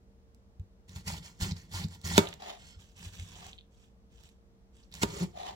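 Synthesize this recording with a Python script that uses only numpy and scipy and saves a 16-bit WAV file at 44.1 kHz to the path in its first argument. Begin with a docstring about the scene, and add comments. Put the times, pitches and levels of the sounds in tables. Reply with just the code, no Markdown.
"""Kitchen counter: a chef's knife slices a cabbage on a plastic board in two cuts; a hand turns it between.
Crunch and rustle are random grains and wet pops shaped by effort curves; rib snaps and light blade touches
are noise bursts. Squeaks are jittered stick-slip tones; knocks and thumps ring the damped modes of board
and counter. Drags mix scrape with gliding chatter; the blade rings faintly.
Behind them: a short room tail, room noise and an appliance hum."""
import sys
import numpy as np
from scipy import signal
from scipy.fft import rfft, irfft
from scipy.io import wavfile
from scipy.ndimage import uniform_filter1d

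SR = 44100
rng = np.random.default_rng(int(sys.argv[2]) if len(sys.argv) > 2 else 0)


def file_out(sig):
    """Save sig as 16-bit WAV at sys.argv[1]."""
    # one column per channel
    cols = np.atleast_2d(sig).T
    # limit, then scale
    lim = np.clip(cols, -1, 1)
    pcm = np.round(lim * 32767).astype(np.int16)
    wavfile.write(sys.argv[1], SR, pcm)


N = 244749
TIME = np.arange(N) / SR


def from_db(db):
    """Decibels to gain."""
    return 10 ** (np.asarray(db) / 20)


def rms_one(x):
    """Scale to unit rms."""
    return x / np.sqrt(np.mean(x ** 2) + 1e-20)


def at_hz(points, hz):
    """Read a table on a log-frequency axis."""
    table_hz, values = np.array(points).T
    return np.interp(np.log(hz + 1), np.log(table_hz), values)


def convolve(x, response):
    """Causal convolution along time."""
    return signal.fftconvolve(np.atleast_2d(x), np.atleast_2d(response), axes=-1)[:, :N]


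def colour(x, spectrum, size=8192):
    """Minimum-phase filter of unit power with the given spectrum, falling away below its first point."""
    hz = np.arange(size // 2 + 1) * SR / size
    low_cut = np.minimum((hz + 1) / spectrum[0][0], 1) ** 2
    gain = from_db(at_hz(spectrum, hz)) * low_cut
    cepstrum = irfft(np.log(gain))
    response = irfft(np.exp(rfft(2 * cepstrum[:size // 2], size)))
    return convolve(x, response / np.linalg.norm(response))


def butter(x, hz, kind, order=2):
    """Butterworth low-, high- or band-pass."""
    return signal.sosfilt(signal.butter(order, hz, kind, fs=SR, output="sos"), x + 1e-18)


def drift(rate_hz):
    """Slow chance: straight lines between normal random knots."""
    knots = rng.standard_normal(N // 8)
    return np.interp(TIME * rate_hz, np.arange(len(knots)), knots)


def pulse(start_s, length_s):
    """A smooth contact force of unit area."""
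    force = np.sin(np.pi * np.clip((TIME - start_s) / length_s, 0, 1)) ** 2
    return force / force.sum()


def ring(force, modes, struck=False):
    """Damped modes driven by a force: alternating-sign cosines, or sines in step if struck directly."""
    t = TIME[:SR // 2]
    swing = np.sin if struck else np.cos
    response = 0
    for k, (hz, db, t60_s) in enumerate(modes):
        sign = 1 if struck else (-1) ** k
        response = response + sign * from_db(db - 60 * t / t60_s) * swing(2 * np.pi * hz * t)
    return convolve(force, response)


def grains(per_s, spread_db):
    """Tiny fractures or slips at random moments and of uneven size; rms 1."""
    born = rng.random(N) < per_s / SR
    size = from_db(spread_db * np.minimum(rng.exponential(1, N), 4))
    clicks = born * size * rng.choice([-1, 1], N)
    local_power = uniform_filter1d(clicks ** 2, SR // 30)
    return rms_one(clicks / np.sqrt(local_power + 1e-3))


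def bursts(events, decay_s):
    """Brittle breaks: each a crackle that dies at once, with the energy of one click."""
    t, out = TIME[:SR // 20], np.zeros(N + SR)
    for start_s, db in events:
        burst = rng.standard_normal(len(t)) * np.exp(-t / decay_s)
        out[int(start_s * SR):][:len(t)] += from_db(db) * burst / np.linalg.norm(burst)
    return out[:N]


RIGHT_LOUDER_DB, LEFT_LAG_S = 3.6, .00018   # treble lead of the right; delay of the left


def ports(x, scatter_db, scatter_s, lag_s=LEFT_LAG_S, split_hz=1000):
    """Two microphone ports: the left hears later; nearby surfaces scatter the treble differently into each."""
    t = TIME[:SR // 40]
    echoes = rng.standard_normal((2, len(t))) * np.exp(-t / scatter_s)
    echoes *= from_db(scatter_db) / np.linalg.norm(echoes, axis=1, keepdims=True)
    direct = 1.0 * (t == 0)
    bass = butter(direct, split_hz, "low", order=1)
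    treble = direct - bass + butter(echoes, split_hz, "high")
    treble /= np.sqrt(1 + from_db(2 * scatter_db))
    balance = from_db([[-RIGHT_LOUDER_DB / 2], [RIGHT_LOUDER_DB / 2]])
    left, right = convolve(x, bass + treble * balance)
    return np.array([np.pad(left, round(lag_s * SR))[:N], right])


def patchy(x, depth_db, rate_hz):
    """Leaves of different stiffness give way in turn, so each half-octave swells on its own."""
    edges_hz = np.geomspace(1000, 11000, 8)
    band = np.digitize(np.arange(N // 2 + 1) * SR / N, edges_hz)
    spectrum, out = rfft(x), 0
    for k in range(len(edges_hz) + 1):
        out = out + irfft(spectrum * (band == k), N) * rms_one(from_db(depth_db * drift(rate_hz)))
    return out


def pops(cycles=12.0, spread_db=3.5):
    """Juicy cells burst one by one, each dying 60 dB in a few cycles at a pitch of its own; rms 1."""
    at, pitch, chance = rng.random((3, 2000 * N // SR, 1))
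    t, hz = TIME[:SR // 150], 700 + 14500 * pitch
    level_db = -spread_db * np.log(chance + .02) - 60 * t * hz / cycles
    waves = np.sqrt(hz) * from_db(level_db) * np.sin(2 * np.pi * hz * t)
    where = (at * N).astype(int) + np.arange(len(t))
    return rms_one(np.bincount(where.ravel(), waves.ravel(), N)[:N])


def crackle(loudness, spectrum, per_s, spread_db, clump_db, wet=0, count=4):
    """Dry grains from several spots that take turns, each with its own path to the ports, and wet pops."""
    shares = from_db([10 * drift(rate_hz=14) for _ in range(count)])
    clumps = rms_one(from_db(clump_db * drift(rate_hz=180)))
    shares *= loudness * clumps / np.linalg.norm(shares, axis=0)
    out = sum(ports(share * grains(per_s, spread_db), scatter_db=5, scatter_s=.0028) for share in shares)
    if wet:   # power share of the pops
        juice = ports(loudness * pops(), scatter_db=-2, scatter_s=.003)
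        out = np.sqrt(1 - wet) * out + np.sqrt(wet) * juice
    return colour(out, spectrum)


def gesture(start_s, rise_s, length_s, db, fade_db, release_s):
    """Gain of one movement: it builds up, fades or swells evenly while it lasts, then dies away."""
    t = TIME - start_s
    attack = np.sin(np.pi / 2 * np.clip(t / rise_s, 0, 1)) ** 2
    progress = np.clip((t - rise_s) / max(length_s - rise_s, 1e-3), 0, 1)
    release = np.exp(-np.maximum(t - length_s, 0) / release_s)
    return attack * from_db(db - fade_db * progress) * release + 1e-12


# room noise: (frequency [Hz], relative density [dB per Hz])
ROOM_NOISE_SPECTRUM = [(25, -14), (60, 1), (130, -20.5), (200, -10.5), (300, -21), (520, -23), (1340, -38),
                       (2500, -44.5), (6000, -47), (9500, -55), (15500, -57.5)]
# appliance hum: (frequency [Hz], rms level [dB])
HUM_TONES = [(59.2, -72), (118.4, -74.5), (193.8, -71.5), (349.9, -83), (457.6, -75)]
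ROOM_NOISE_DB = -61.5


def background(apart_hz=700):
    """Room noise, more alike at both ports in the bass, and a slightly wavering appliance hum."""
    mid, side = colour(rng.standard_normal((2, N)), ROOM_NOISE_SPECTRUM)
    side = butter(side, apart_hz, "high") + from_db(-7.0) * side
    hum = 0
    for hz, db in HUM_TONES:
        phase = 2 * np.pi * hz * TIME + 0.28 * drift(rate_hz=1.7)
        hum = hum + from_db(db + 0.5 * drift(rate_hz=2.5)) * np.sqrt(2) * np.sin(phase)
    return from_db(ROOM_NOISE_DB) * (mid + side * np.array([[1], [-1]])) + hum


# kitchen reverberation: (frequency [Hz], t60 [s])
REVERB_T60 = [(100, 0.22), (700, .33), (4000, 0.17), (14000, 0.25)]


def kitchen(x):
    """A diffuse tail for each side, dying at its own rate in each band."""
    t, tail = TIME[:SR // 2], 0
    edges_hz = np.geomspace(60, 16000, 9)
    for low_hz, high_hz in zip(edges_hz, edges_hz[1:]):
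        noise = butter(rng.standard_normal((2, len(t))), [low_hz, high_hz], "band")
        t60_s = at_hz(REVERB_T60, np.sqrt(low_hz * high_hz))
        tail = tail + noise * from_db(-60 * t / t60_s)
    tail = tail * np.clip((t - .004) / 0.00063, 0, 1)   # starts after 4 ms
    return convolve(x, tail / np.linalg.norm(tail, axis=1, keepdims=True))


# blade in the leaves: (start [s], length [s])
CUT_SPANS = [(0.914, 1.48), (4.91, 0.7)]
RUB_EDGE_S = 0.016   # coming and going


def in_cabbage():
    """About one while the blade is between the leaves, falling to zero outside."""
    return sum(gesture(start_s, RUB_EDGE_S, length_s, 0, 0, RUB_EDGE_S) for start_s, length_s in CUT_SPANS)


# hand steadies, turns and regrips the cabbage:
# (start [s], length [s], relative rustle level [dB], fade over the move [dB])
HAND_MOVEMENTS = [(2.565, 0.14, -62, -2.5), (2.77, 0.18, -63, 12), (2.947, 0.11, -58.5, -9.5),
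                  (3.108, 0.39, -56, 1), (3.694, 0.154, -74.5, -4.5), (4.089, 0.17, -72.5, -9.5),
                  (4.717, 0.13, -72, 0.5)]
HAND_RISE_S, HAND_RELEASE_S = 0.037, 0.035


def hand_effort():
    """How hard the fingers bend the leaves."""
    return sum(gesture(start_s, HAND_RISE_S, length_s, db, fade_db, HAND_RELEASE_S)
               for start_s, length_s, db, fade_db in HAND_MOVEMENTS)


# hard pushes and lighter pulls of the blade in the leaves:
# (start [s], rise [s], length [s], relative crunch level [dB], fade over the stroke [dB],
#  relative counter rumble level [dB], relative first rib snap level [dB])
BLADE_STROKES = [(0.876, 0.011, 0.1, -59.5, 9, -49.5, -35), (0.949, 0.012, 0.063, -51.5, 13, -48.5, -48),
                 (1.046, 0.04, 0.14, -39.5, 11, -36.5, -36), (1.21, 0.052, 0.13, -53.5, 19.5, -79, -38),
                 (1.393, 0.035, .12, -36.5, 12, -32, -19), (1.552, 0.018, 0.1, -55.5, 13.5, -54.5, -77),
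                 (1.699, 0.059, 0.14, -41.5, 3.5, -36.5, -33), (1.867, 0.087, 0.09, -54.5, 4.5, -50, -32.5),
                 (2.029, 0.035, 0.13, -39.5, -2.5, -34.5, -37), (2.153, 0.024, 0.037, -31, 0.5, -42, -44.5),
                 (2.2, 0.0091, 0.13, -52.5, 11, -51, -41), (4.898, 0.078, 0.11, -52, 5.5, -54.5, -38.5),
                 (5.011, 0.019, 0.027, -29.5, 7.5, -31.5, -34), (5.057, 0.035, 0.18, -50.5, -7.5, -49, -44)]
STROKE_RELEASE_S = 0.0097
PRESS_DB, PRESS_S = -26, 0.0066   # creak around each onset, relative to the stroke
RUB_DB = -70.5   # faint rub between strokes


def cutting_effort():
    """How hard the blade works through the leaves: it presses, bites, and rubs on until the next stroke."""
    effort = from_db(RUB_DB) * in_cabbage()
    for start_s, rise_s, length_s, db, fade_db, _, _ in BLADE_STROKES:
        press = from_db(db + PRESS_DB) * np.exp(-np.abs(TIME - start_s) / PRESS_S)
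        effort = effort + press + gesture(start_s, rise_s, length_s, db, fade_db, STROKE_RELEASE_S)
    return effort


# soft pushes through the cabbage: (time [s], relative level [dB], contact [s])
SOFT_THUMPS = [(0.594, -20, 0.011), (0.959, -28.5, 0.0079), (1.414, -11.5, 0.013), (1.515, -23, 0.006),
               (1.845, -26, 0.0031), (2.763, -28, 0.014), (3.061, -22, 0.013), (3.191, -24.5, 0.011),
               (3.214, -25, 0.011)]
# counter under the board: (frequency [Hz], relative level [dB], t60 [s])
COUNTER_MODES = [(56.35, -10.5, 0.072), (96, -5.5, 0.13), (166, -10.5, 0.046), (159, 5, 0.074),
                 (212.5, -3.5, 0.096)]
# counter shake: (frequency [Hz], relative density [dB per Hz])
RUMBLE_SPECTRUM = [(25, -13), (55, -6), (90, 7), (125, -6), (175, 2.5), (240, -18.5), (400, -20),
                   (900, -58.5)]
SHAKE_RELEASE_S = 0.038
SHAKE_FOLLOWS = 0.63   # share of a stroke's fade that the rumble follows
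RUB_SHAKE_DB, HAND_SHAKE_DB = -59, 3.5   # rubbing blade; hand, over its effort


def counter():
    """The uneven force of blade and hand shakes the counter, and sudden give thumps it."""
    shake = colour(rng.standard_normal(N), RUMBLE_SPECTRUM)
    shake /= np.sqrt(uniform_filter1d(shake ** 2, SR // 16) + 1e-6)   # even out the level
    force = from_db(RUB_SHAKE_DB) * in_cabbage() + from_db(HAND_SHAKE_DB) * hand_effort()
    for start_s, rise_s, length_s, _, fade_db, db, _ in BLADE_STROKES:
        force = force + gesture(start_s, rise_s, length_s, db, SHAKE_FOLLOWS * fade_db, SHAKE_RELEASE_S)
    push = sum(from_db(db) * pulse(start_s, contact_s) for start_s, db, contact_s in SOFT_THUMPS)
    return from_db(-2.5) * force * shake + ring(push, COUNTER_MODES)


# bending leaves: (frequency [Hz], relative density [dB per Hz])
RUSTLE_SPECTRUM = [(250, -3.5), (900, 4), (1600, 1), (3400, 9), (4400, 3), (7800, 6), (9000, -7),
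                   (15500, -10.5)]


def handling():
    """Leaves bending under the fingers give a thinner, coarser, more clumped crackle."""
    rustle = crackle(hand_effort(), RUSTLE_SPECTRUM, per_s=1100, spread_db=3.6, clump_db=2.2, wet=.3)
    return from_db(.5) * patchy(rustle, depth_db=1.5, rate_hz=70)


# fingertip jerks on a taut leaf: (time [s], relative peak level [dB])
FINGER_TICKS = [(3.5316, -36), (3.5806, -46), (3.5862, -40), (3.5898, -39.5), (3.6103, -46)]
TICK_HZ, TICK_S = 3430, 0.00037


def ticks():
    """Each jerk of the fingertip flicks the leaf for a few cycles."""
    out = np.zeros(N)
    for time_s, db in FINGER_TICKS:
        t = TIME - time_s
        out += from_db(db) * np.exp(-(t / TICK_S) ** 2) * np.cos(2 * np.pi * TICK_HZ * t)
    return out


# wet leaf on steel or skin, squeak to groan:
# (start [s], length [s], relative level [dB], frequency [Hz])
LEAF_SQUEAKS = [(1.099, 0.0085, -43.5, 910), (1.139, 0.0087, -45.5, 950), (1.509, 0.0066, -43, 4520),
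                (1.519, 0.0031, -40, 4440), (1.564, 0.008, -52.5, 5150), (1.837, 0.0093, -43, 4510),
                (2.271, 0.0038, -36, 3030), (2.327, 0.0048, -41.5, 3280), (4.83, 0.011, -65, 4630),
                (4.923, 0.0047, -50.5, 4300), (5.206, 0.046, -32, 171.5)]
GROAN_TOP_HZ = 1200   # slow slips have overtones up to here


def squeaks():
    """Stick and slip in uneven cycles; slow slips are more regular and carry overtones."""
    out = np.zeros(N)
    for start_s, length_s, db, hz in LEAF_SQUEAKS:
        t = TIME[:int(length_s * SR)]
        jitter = np.interp(t * hz, np.arange(80), rng.standard_normal(80))
        rough = .19 if hz > 500 else .06
        phase = 2 * np.pi * np.cumsum(hz * (1 + rough * jitter)) / SR
        overtones = max(int(GROAN_TOP_HZ / hz), 1)
        wave = sum(np.sin(k * phase) / k ** 2 for k in range(1, overtones + 1))
        out[int(start_s * SR):][:len(t)] += from_db(db + 4.5) * np.sqrt(np.sin(np.pi * t / length_s)) * wave
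    return out


# flat of the blade along the leaves: (start [s], length [s], relative level [dB])
BLADE_SLIDES = [(1.21, 0.042, -64), (2.581, 0.17, -64.5), (4.092, 0.21, -85)]
# steel blade modes, damped by hand and leaves: frequency [Hz]
BLADE_MODES_HZ = [1403, 1937, 2164, 3110, 3320, 4180, 4470, 5113, 5307, 7360]
BLADE_T60_S, BLADE_SINGS_DB = 0.071, -10   # decay; gain on the cutting effort


def steel():
    """Fibres catching on the blade make it ring faintly at its own steady pitches."""
    sliding = sum(gesture(start_s, RUB_EDGE_S, length_s, db, 0, RUB_EDGE_S)
                  for start_s, length_s, db in BLADE_SLIDES)
    modes = [(hz, 0, BLADE_T60_S) for hz in BLADE_MODES_HZ]
    singing = rms_one(ring(grains(per_s=4000, spread_db=2.0), modes))
    return (sliding + from_db(BLADE_SINGS_DB) * cutting_effort()) * singing


# blade lands on the board:
# (time [s], relative crack level [dB], relative board level [dB], relative counter level [dB], contact [s])
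BOARD_KNOCKS = [(2.1788, 7, -8.5, -20, 0.00012), (5.0321, -1.5, -17, -30, 0.00094)]
# board with the blade on it: (frequency [Hz], relative level [dB], t60 [s])
BOARD_MODES = [(208, 1, 0.048), (310, -4.5, 0.052), (392.2, -0.5, .06), (587.4, -11, 0.045),
               (914, -9, 0.066), (1218, -11.5, 0.065), (1290, -12, 0.042), (2255, -14, 0.081),
               (3360, -11.5, 0.037), (3700, -13.5, 0.05), (4610, -18.5, 0.061)]
# edge on plastic; board on counter: (frequency [Hz], relative density [dB per Hz])
CRACK_SPECTRUM = [(250, -6), (900, 1.5), (1700, -10), (2500, 0), (3600, 3.5), (5000, -3.5), (7200, 0.5),
                  (9500, -12.5), (15500, -25.5)]
SLAP_SPECTRUM = [(450, -4.5), (620, -0.5), (1000, -2), (1500, -7.5), (4000, -23.5)]


def knocks():
    """The edge cracks on the plastic, the board slaps on the counter, and both ring; long contact is duller."""
    cracks = [(time_s, db) for time_s, db, _, _, _ in BOARD_KNOCKS]
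    slaps = [(time_s, db) for time_s, _, db, _, _ in BOARD_KNOCKS]
    crack = from_db(1.0) * colour(bursts(cracks, decay_s=0.0016), CRACK_SPECTRUM)
    slap = from_db(12.0) * colour(bursts(slaps, decay_s=0.007), SLAP_SPECTRUM)
    board_force, counter_force = 0, 0
    for time_s, _, board_db, counter_db, contact_s in BOARD_KNOCKS:
        board_force = board_force + from_db(board_db) * pulse(time_s + 0.0015, contact_s)
        counter_force = counter_force + from_db(counter_db) * pulse(time_s, 0.0022)
    board = butter(ring(board_force, BOARD_MODES, struck=True), 130, "high")
    return crack + slap + board + ring(counter_force, COUNTER_MODES)


# edge or turning cabbage drawn over the board: (start [s], rise [s], length [s], relative scrape level [dB],
#  chatter over the scrape [dB], chatter frequency [Hz], glide [Hz/s])
BOARD_DRAGS = [(2.222, .012, 0.033, -51, -5, 640, -6), (2.384, 0.037, 0.12, -49, -8, 746, -350),
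               (3.335, 0.033, 0.13, -58, -13.5, 891, -9), (5.322, 0.075, 0.16, -49.5, 0, 718.4, 455)]
# scrape: (frequency [Hz], relative density [dB per Hz])
DRAG_SPECTRUM = [(250, -6), (560, -16), (730, 6.5), (1200, -2.5), (1500, -11), (1850, -2.5), (2500, -4),
                 (3400, -4), (7500, -13.5), (9500, -27)]
DRAG_SWELL_DB, DRAG_RELEASE_S = 3.5, 0.037   # presses harder as it goes


def drag(wander=0.03, width_hz=75):
    """The edge catches and slips on the board's grain at a gliding, unsteady rate; the board sings along."""
    drawn, chatter = 0, 0
    for start_s, rise_s, length_s, db, chatter_db, hz, glide_hz_per_s in BOARD_DRAGS:
        force = gesture(start_s, rise_s, length_s, db, -DRAG_SWELL_DB, DRAG_RELEASE_S)
        pitch_hz = hz + glide_hz_per_s * np.clip(TIME - start_s, 0, length_s)
        pitch_hz = pitch_hz * (1 + wander * drift(rate_hz=50))
        grip = butter(rng.standard_normal(N), width_hz, "low")
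        tone = rms_one(grip * np.sin(2 * np.pi * np.cumsum(pitch_hz) / SR))
        drawn = drawn + force
        chatter = chatter + from_db(chatter_db) * force * tone
    scrape = from_db(0.5) * crackle(drawn, DRAG_SPECTRUM, per_s=3500, spread_db=3.5, clump_db=3.0)
    # after the last knock the cutting blade drives the board too
    on_board = TIME > BOARD_KNOCKS[-1][0]
    riding = from_db(-12) * drawn + from_db(-1.5) * cutting_effort() * on_board
    catches = butter(grains(per_s=1000, spread_db=1.0), [380, 1100], "band")
    board = from_db(7.0) * chatter + riding * rms_one(ring(catches, BOARD_MODES))
    return scrape + ports(board, scatter_db=-5, scatter_s=.004, lag_s=.0005)


# short crisp clicks, ribs snapping and light touches of the blade: (time [s], relative level [dB])
CRISP_CLICKS = [(0.347, -43), (0.597, -43.5), (2.015, -33.5), (2.179, 3), (2.288, -24), (2.339, -25),
                (2.978, -36.5), (3.198, -26.5), (3.466, -27.5), (4.203, -46), (4.236, -35), (4.29, -38),
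                (4.768, -41.5), (4.940, -23), (4.952, -23)]
# bursting leaf: (frequency [Hz], relative density [dB per Hz])
CRUNCH_SPECTRUM = [(200, -4.5), (520, -8.5), (900, 0), (1400, -9.5), (2000, -0.5), (2500, -1.5),
                   (3500, -0.5), (5400, -3.5), (7500, -1.5), (9000, -13), (15500, -15)]
BITE_S = 0.018   # stroke start to its first snap


def snaps():
    """Short crisp clicks: a rib snapping as each stroke bites, more ribs, and light touches of the blade."""
    bites = [(start_s + BITE_S, db) for start_s, *_, db in BLADE_STROKES]
    clicks = colour(bursts(bites + CRISP_CLICKS, decay_s=0.0005), CRUNCH_SPECTRUM)
    return from_db(1.5) * butter(clicks, 1500, "high")


def slicing(sink_s=0.025, crisp_hz=7000, crisp=1.4):
    """Cells burst along the edge; a fresh push is crisp, then the leaves close round the blade and dull it."""
    cutting = cutting_effort()
    crunch = crackle(cutting, CRUNCH_SPECTRUM, per_s=4000, spread_db=3.3, clump_db=1.3, wet=.3)
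    keep = np.exp(-1 / (sink_s * SR))
    recent = signal.lfilter([1 - keep], [1, -keep], cutting)
    fresh = cutting / (cutting + recent)   # 0.5 when steady
    top = butter(crunch, crisp_hz, "high", order=1)
    return from_db(-1.08) * (crunch + crisp * (fresh - .5) * top)


def scene():
    """Cabbage and board close to the microphone, in a small kitchen."""
    cabbage = patchy(slicing(), depth_db=2.0, rate_hz=80) + handling() + drag()
    cabbage += ports(snaps() + squeaks(), scatter_db=-3, scatter_s=.003)
    cabbage += ports(from_db(2) * (steel() + ticks()), scatter_db=-12, scatter_s=.003)
    blows = ports(knocks(), scatter_db=-6, scatter_s=.005, lag_s=.0003)
    shaking = ports(counter(), scatter_db=-1, scatter_s=.005)
    room = kitchen(from_db(-12.5) * cabbage + from_db(-14.5) * butter(blows, [330, 2500], "band"))
    return cabbage + blows + shaking + room + background()


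CUTOFF_HZ = 15900


def record(dry):
    """Peaks are rounded and the top is cut."""
    rounded = .95 * np.tanh(dry / .95)
    return signal.sosfilt(signal.ellip(10, .1, 80, CUTOFF_HZ, fs=SR, output="sos"), rounded)


dry = scene()
out = record(dry)
file_out(out)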